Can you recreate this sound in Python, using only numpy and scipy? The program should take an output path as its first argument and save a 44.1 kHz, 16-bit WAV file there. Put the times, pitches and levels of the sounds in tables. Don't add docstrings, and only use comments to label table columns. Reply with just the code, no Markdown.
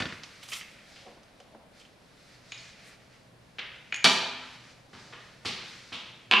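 import sys
import numpy as np
from scipy import signal
from scipy.fft import rfft, irfft
from scipy.io import wavfile
from scipy.ndimage import uniform_filter1d

SR = 44100
rng = np.random.default_rng(int(sys.argv[2]) if len(sys.argv) > 2 else 0)


def bounce(signal):
    frames = np.transpose(np.atleast_2d(signal))
    limited = np.clip(frames, -1, 1)
    pcm = np.round(limited * 32767).astype(np.int16)
    wavfile.write(sys.argv[1], SR, pcm)


N = 282240
T = np.arange(N) / SR
# frequency in Hz, side minus mid in dB.
SIDE_SHARE = [(60, -24), (250, -23), (700, -17), (2000, -13.5), (5000, -9), (10000, -5)]


def blows(hits, modes, width, thud_hz, thud_db, body_db, pan_db, spread_ms,
          ring_room_db=-12, body_hz=1150, rise_ms=0.012):
    direct, feed, size = np.zeros((2, N + SR)), np.zeros(N + SR), SR // 2
    t = np.arange(size) / SR
    fade = np.exp(-t * 1000 / spread_ms)
    rise = 1 - np.exp(-(t + 1 / SR) * 1000 / rise_ms)
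    for start_s, db, crack_hz, treble_db, room_db in hits:
        force = crackle(0.97, size) * fade
        force[0] = 1.33
        force = whiten(force) * fade ** 0.13 * rise
        force = whiten(force) * fade ** 0.096
        force = whiten(force) * fade ** 0.057
        crack = bandpass(force, crack_hz / (1 + width), crack_hz * (1 + width) ** 0.43)
        thud = bandpass(force, thud_hz / 2.14, thud_hz * 1.94)
        body = bandpass(force, body_hz / 1.505, body_hz * 1.76)
        tick = resonate(resonate(bandpass(force, 5000, 14000), 4400, 3250), 7000, 12000)
        parts = (crack, 0), (thud, thud_db), (body, body_db), (tick, treble_db)
        contact = sum(undb(part_db) * part / np.abs(part).max() for part, part_db in parts)
        ring = np.zeros(size)
        for mode_hz, mode_db, t60_s in modes:
            reach_db = 0.72 * (treble_db + 17) * np.clip(np.log2(mode_hz / 3000), 0, 1)
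            swell = 1 - np.exp(-t * mode_hz / 3)
            ring += undb(mode_db + reach_db) * swell * decay(t, t60_s) * np.sin(2 * np.pi * mode_hz * t)
        i = int(start_s * SR)
        direct[:, i:i + size] += undb([[db + pan_db / 2], [db - pan_db / 2]]) * (contact + ring)
        feed[i:i + size] += undb(db + room_db) * (contact + undb(ring_room_db) * ring)
    return direct[:, :N], feed[:N]


def door_bang():
    hits = [(4.0423, -7.5, 2980, -4.5, 4), (4.0455, -12, 3670, -12, 5), (4.049, -6, 3460, -6, -1.5),
            (4.059, -8, 2460, -22, -13)]
    modes = [(180.6, -18.5, 0.16), (255.1, -27, 0.63), (662.4, -22.5, 0.27), (888, -23, 0.089),
             (1020, -23, 0.081), (1337, -21, 0.11), (1562, -10, 0.063), (1900, -24, 0.16),
             (2334, -16, 0.25), (2317, -18, 0.31), (2940, -9.5, 0.13), (3336, -10.5, 0.18),
             (3854, -20, 0.21), (4470, -25, .15), (4447, -20.5, 0.25), (4996, -24, 0.046), (5230, -27, .03),
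             (5760, -23.5, 0.12)]
    return blows(hits, modes, width=1.18, thud_hz=323, thud_db=-17.5, body_db=-4.5, pan_db=-1,
                 spread_ms=5.9, ring_room_db=-5.5)


def jar_landing():
    hits = [(6.312, -9.5, 3240, -13.5, -0.25), (6.3225, -11.5, 3500, -43, -0.71),
            (6.3308, -12, 2950, -39, -2.4), (6.3365, -7, 3100, -40, 1)]
    modes = [(214, -27.5, 0.26), (399, -14.5, 0.052), (710, -16, 0.031), (1008.6, -12.5, 0.15),
             (1140, -19, 0.077), (1650, -10.5, 0.024), (2120, -7.5, 0.023), (2720, 7.5, 0.0079),
             (2905, -8, 0.015), (3420, -6.5, 0.023), (4100, -11, 0.0077), (4700, -14, 0.015),
             (5400, -25, 0.015)]
    return blows(hits, modes, width=0.51, thud_hz=390, thud_db=-17.5, body_db=-6.5, pan_db=0,
                 spread_ms=1.87, ring_room_db=2.5)


def jar_clinks():
    hits = [(2.5195, -31, 3200, -12.5, -1), (3.924, -19, 2260, -36, -0.5), (3.943, -24, 2600, -11, -4.5),
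            (3.961, -38.5, 2410, 1, -10)]
    modes = [(2440, -1, 0.03), (2660, -5, 0.02), (2900, -7, 0.02), (4250, -11, .02), (6580, -32, .22),
             (6665, -30, 0.33), (6765, -30, 0.3), (6730, -11, .03), (14300, -55, .08)]
    return blows(hits, modes, width=0.73, thud_hz=490, thud_db=-22.5, body_db=-9, pan_db=0.5,
                 spread_ms=5.6, ring_room_db=-1.5)


def bottle_bumps():
    hits = [(.002, -23, 2020, -12.5, -2), (.021, -25, 2930, -16, -7.5), (.055, -26.5, 2730, -19, -33),
            (.1, -40, 1940, -31, -13), (.123, -34, 2900, -21, -28)]
    modes = [(1450, -4, 0.036), (1780, -12, 0.11), (2170, -18, 0.045), (3510, -10, 0.041),
             (4590, -14.5, 0.069)]
    return blows(hits, modes, width=1.18, thud_hz=168, thud_db=-5.5, body_db=-21, pan_db=-1, spread_ms=9.5)


def clack():
    hits = [(3.5845, -27, 2590, -37, 7), (3.591, -26, 2960, -34, -5), (3.596, -25.5, 2480, -29, -14)]
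    modes = [(760, -15, 0.03), (1970, -10, .012), (2500, -13, 0.01)]
    return blows(hits, modes, width=0.89, thud_hz=710, thud_db=-13, body_db=-17, pan_db=0.6,
                 spread_ms=5, ring_room_db=-21)


def slippers(heel_hz=2380, slap_delay_s=0.0049, heel_drier_db=7):
    # start in seconds, heel in dB, slap in dB, slap in Hz, treble in dB, room send in dB.
    steps = [(4.931, -46, -50, 4180, -12, 10.5), (5.449, -35, -26, 3700, -7.5, 7.5),
             (5.92, -42, -31, 3020, -14.5, 9)]
    heels, slaps = [], []
    for start_s, heel_db, slap_db, slap_hz, treble_db, room_db in steps:
        heels.append((start_s, heel_db, heel_hz, treble_db, room_db - heel_drier_db))
        slaps.append((start_s + slap_delay_s, slap_db, slap_hz, treble_db, room_db))
    heel = blows(heels, [], width=1, thud_hz=183, thud_db=1.5, body_db=5.5, pan_db=-0.4, spread_ms=22.1)
    slap = blows(slaps, [], width=0.72, thud_hz=494, thud_db=-15.5, body_db=-6.5, pan_db=-0.4,
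                 spread_ms=8.2, rise_ms=6.4, body_hz=1276)
    return mix(heel, slap)


def canister_taps():
    hits = [(.52, -29, 2460, -23, -5), (.534, -32.5, 3480, 3, -23), (.611, -31.5, 2410, -30, -7.5),
            (1.798, -49.5, 3000, -1, -4), (1.812, -47, 3040, -5, -6), (1.851, -47, 2840, -22, -19)]
    modes = [(600, -16, 0.038), (1285, -13, 0.04), (2160, -9, 0.02), (3070, -6, 0.056), (4200, -22, .03),
             (5100, -27, .03)]
    return blows(hits, modes, width=0.35, thud_hz=320, thud_db=-22, body_db=-36, pan_db=-3.5,
                 spread_ms=8.7)


def canister_scrape(room_db=-9):
    stroke = [(0.411, -58.5, -33), (0.434, -54.5, 10.5), (.465, -56.5, 3), (.505, -54, 14.5),
              (.535, -38.5, -2), (.565, -40, 5.5), (.59, -49, 9), (.605, -49, 1.5), (0.639, -53, -15)]
    resonances = [(1390, 490, 1), (2330, 570, -1.5), (3040, 1860, 4.5), (4780, 2000, -4)]
    times_s, db, treble_db = np.transpose(stroke)
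    grip = undb(2 * walk(154.4))
    slips = crackle(2.1, N) * grip
    body = unit(sum(undb(gain_db) * resonate_twice(slips, hz, width_hz)
                    for hz, width_hz, gain_db in resonances))
    top = unit(resonate(diffuse(N, SIDE_SHARE) * grip, 15300, 7000))
    level = undb(np.interp(T, times_s, db, -120, -120))
    slide = level * (body + undb(np.interp(T, times_s, treble_db)) * top)
    return slide * undb([[-0.7], [0.7]]), undb(room_db) * slide.mean(axis=0)


def lid_ticks():
    hits = [(.234, -31.5, 4550, -18, -4), (.43, -36.5, 3100, -26, -3), (.486, -34.5, 5340, -5, -2),
            (.96, -44, 2550, -15, 6), (1.232, -51, 5530, -6, -12), (1.401, -44.5, 2540, -7, -3)]
    modes = [(3010, -7, 0.035), (4900, -16, 0.05), (6000, -18, 0.042)]
    return blows(hits, modes, width=1, thud_hz=302, thud_db=-25, body_db=-10, pan_db=-3.5, spread_ms=7.9)


def far_bump():
    hits = [(5.124, -42, 2180, -20, 3.6), (5.133, -35.5, 2400, -24, 4.9)]
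    return blows(hits, [], width=1.2, thud_hz=467, thud_db=-11.5, body_db=-3.5, pan_db=0.4,
                 spread_ms=7.8, rise_ms=2.3)


def shelf_knocks():
    hits = [(1.064, -51.5, 3020, -24.5, -3), (1.17, -57, 1400, -24.5, -24), (1.401, -57, 1410, -20, 0),
            (1.547, -50.5, 1350, -20, -12)]
    modes = [(221, 4.5, 0.16), (562, 10.5, 0.071), (740, 6, 0.073)]
    return blows(hits, modes, width=0.32, thud_hz=544, thud_db=10, body_db=-7, pan_db=-0.5, spread_ms=13)


def glass_tinkles(t60_s=0.039, room_db=-9):
    notes = [(2.545, -44, 3800), (2.577, -44, 5100), (2.596, -44, 4370)]
    glass = np.zeros(N)
    for start_s, db, hz in notes:
        t = np.maximum(T - start_s, 0)
        glass += undb(db) * decay(t, t60_s) * np.sin(2 * np.pi * hz * t)
    return glass, undb(room_db) * glass


def rustle():
    # time in seconds, level in dB, treble in dB, lean to the dull band in dB.
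    rubbing = [(0, -38.5, -20, 12), (.2, -55, -7, 2.5), (0.849, -57, -5.5, 3.5), (.97, -54, -9, -1),
               (1.08, -58, -9, 0.5), (1.2, -63, -9, 2), (1.7, -70, -6, 1), (1.8, -56, -8, 1),
               (1.95, -67.5, -12, 1.5), (2.27, -58, -6, 1.5), (2.468, -59, -16, 1.5), (2.6, -50.5, -26, 0),
               (2.76, -56.5, -18, 3), (2.89, -52, -2.5, 4.5), (3.08, -65.5, -18, 2.5),
               (3.16, -59, -12, 3.5), (3.3, -70, -24, 0.5), (4.54, -49, -14, 4.5), (4.88, -65.5, -39, 0),
               (5.0, -54, -29, 0), (5.43, -60.5, -7, 1), (5.7, -49, -11, 1), (6.3, -64, -19, 2)]
    low_levels = [(0, -38.5), (.2, -68.5), (.8, -66), (1.12, -57), (1.35, -65), (1.6, -59.5), (2.1, -73.5),
                  (2.75, -64), (3.4, -73.5), (5.1, -65.5), (6.4, -76)]
    times_s, *curves_db = np.transpose(rubbing)
    level, treble, lean = (undb(np.interp(T, times_s, db)) for db in curves_db)
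    fibres = diffuse(N, SIDE_SHARE) * undb(rng.exponential(size=N))
    flicker_db = walk(25)
    low, dull, bright, top = (unit(resonate_twice(fibres, hz, width_hz)) * undb(flicker_db + walk(27))
                              for hz, width_hz in ((620, 320), (2000, 1870), (4000, 2390), (7500, 34000)))
    low *= undb(np.interp(T, *np.transpose(low_levels)) + 1.2 * walk(14))
    middle = (dull * lean + bright / lean) / np.sqrt(lean ** 2 + lean ** -2)
    return level * (middle + treble * top) + low


def wall_echoes(feed, gap_ms=0.59, build_ms=0.26):
    decay_times = [(125, 0.74), (400, 0.79), (1000, 1), (2500, 1), (5000, 0.73), (8000, 0.52),
                   (13000, 0.46)]
    size = int(1.5 * SR)
    t, hz = np.arange(size) / SR, np.fft.rfftfreq(size, 1 / SR)
    spectrum, echoes = rfft(diffuse(size, SIDE_SHARE)), 0
    for centre_hz in 62.5 * 2 ** np.arange(0, 8.6, 0.5):
        half_octave = np.clip(1 - 2 * np.abs(np.log2(np.maximum(hz, 1) / centre_hz)), 0, 1)
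        echoes += irfft(spectrum * half_octave, size) * decay(t, on_log(decay_times, centre_hz))
    echoes *= 1 - np.exp(-np.maximum(t * 1000 - gap_ms, 0) / build_ms)
    echoes /= np.sqrt(np.sum(echoes[0] ** 2))
    return signal.fftconvolve(feed[None], echoes, axes=1)[:, :N]


def fridge_hum(hz=120.2, width_hz=13):
    levels = [(0, -64), (2.1, -83), (2.4, -64), (6.4, -62.5)]
    waver = unit(resonate(rng.standard_normal(N), hz, width_hz))
    return undb(np.interp(T, *np.transpose(levels))) * (0.8 * np.sin(2 * np.pi * hz * T) + 0.65 * waver)


def room_hiss(level_db=-57.5):
    spectrum = [(20, -12), (45, -4), (90, -5.5), (180, -0.5), (390, -9.5), (560, -7), (1000, -14),
                (1900, -17), (3500, -21.5), (6000, -36), (11000, -24.5), (13500, -25.5)]
    side_share = [(30, -22), (60, -14), (150, -10), (500, -4), (2000, -2.5), (8000, 0)]
    return undb(level_db) * unit(colour(diffuse(N, side_share), spectrum))


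def undb(db):
    return 10 ** (np.asarray(db) / 20)


def unit(x):
    return x / np.sqrt(np.mean(x ** 2) + 1e-30)


def decay(t, t60_s):
    return np.exp(-np.log(1000) * t / t60_s)


def on_log(table, hz):
    points_hz, values = np.transpose(table)
    return np.interp(np.log(np.maximum(hz, 1)), np.log(points_hz), values)


def colour(x, gains):
    size = x.shape[-1]
    return irfft(rfft(x) * undb(on_log(gains, np.fft.rfftfreq(size, 1 / SR))), size)


def whiten(x):
    return irfft(np.exp(1j * np.angle(rfft(x))), len(x))


def resonate(x, hz, width_hz):
    return signal.lfilter(*signal.iirpeak(hz, np.clip(hz / width_hz, 0.55, 99), SR), x)


def resonate_twice(x, hz, width_hz):
    return resonate(resonate(x, hz, width_hz), hz, 2 * width_hz)


def bandpass(x, lo_hz, hi_hz):
    return signal.sosfilt(signal.butter(3, [lo_hz, hi_hz], "band", fs=SR, output="sos"), x)


def walk(rate_hz):
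    hold = int(SR / rate_hz)
    return uniform_filter1d(np.repeat(rng.standard_normal(N // hold + 1), hold), hold)[:N]


def diffuse(size, side_share):
    mid, side = rng.standard_normal((2, size))
    side = colour(side, side_share)
    return np.array([mid + side, mid - side])


def crackle(scatter_db, size):
    return unit(rng.standard_normal(size) * undb(scatter_db * rng.exponential(size=size)))


def mix(*sources):
    return [sum(signals) for signals in zip(*sources)]


def scene():
    direct, feed = mix(bottle_bumps(), canister_taps(), lid_ticks(), shelf_knocks(), far_bump(), clack(),
                       slippers(), jar_clinks(), door_bang(), jar_landing(), canister_scrape(),
                       glass_tinkles())
    return direct + wall_echoes(feed) + rustle() + room_hiss() + fridge_hum()


def record(dry, mic_rolloff_hz=9080, cutoff_hz=15650):
    dull = signal.sosfilt(signal.butter(3, mic_rolloff_hz, fs=SR, output="sos"), dry)
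    return signal.sosfilt(signal.ellip(12, 0.2, 80, cutoff_hz, fs=SR, output="sos"), dull)


dry = scene()
out = record(dry)
bounce(out)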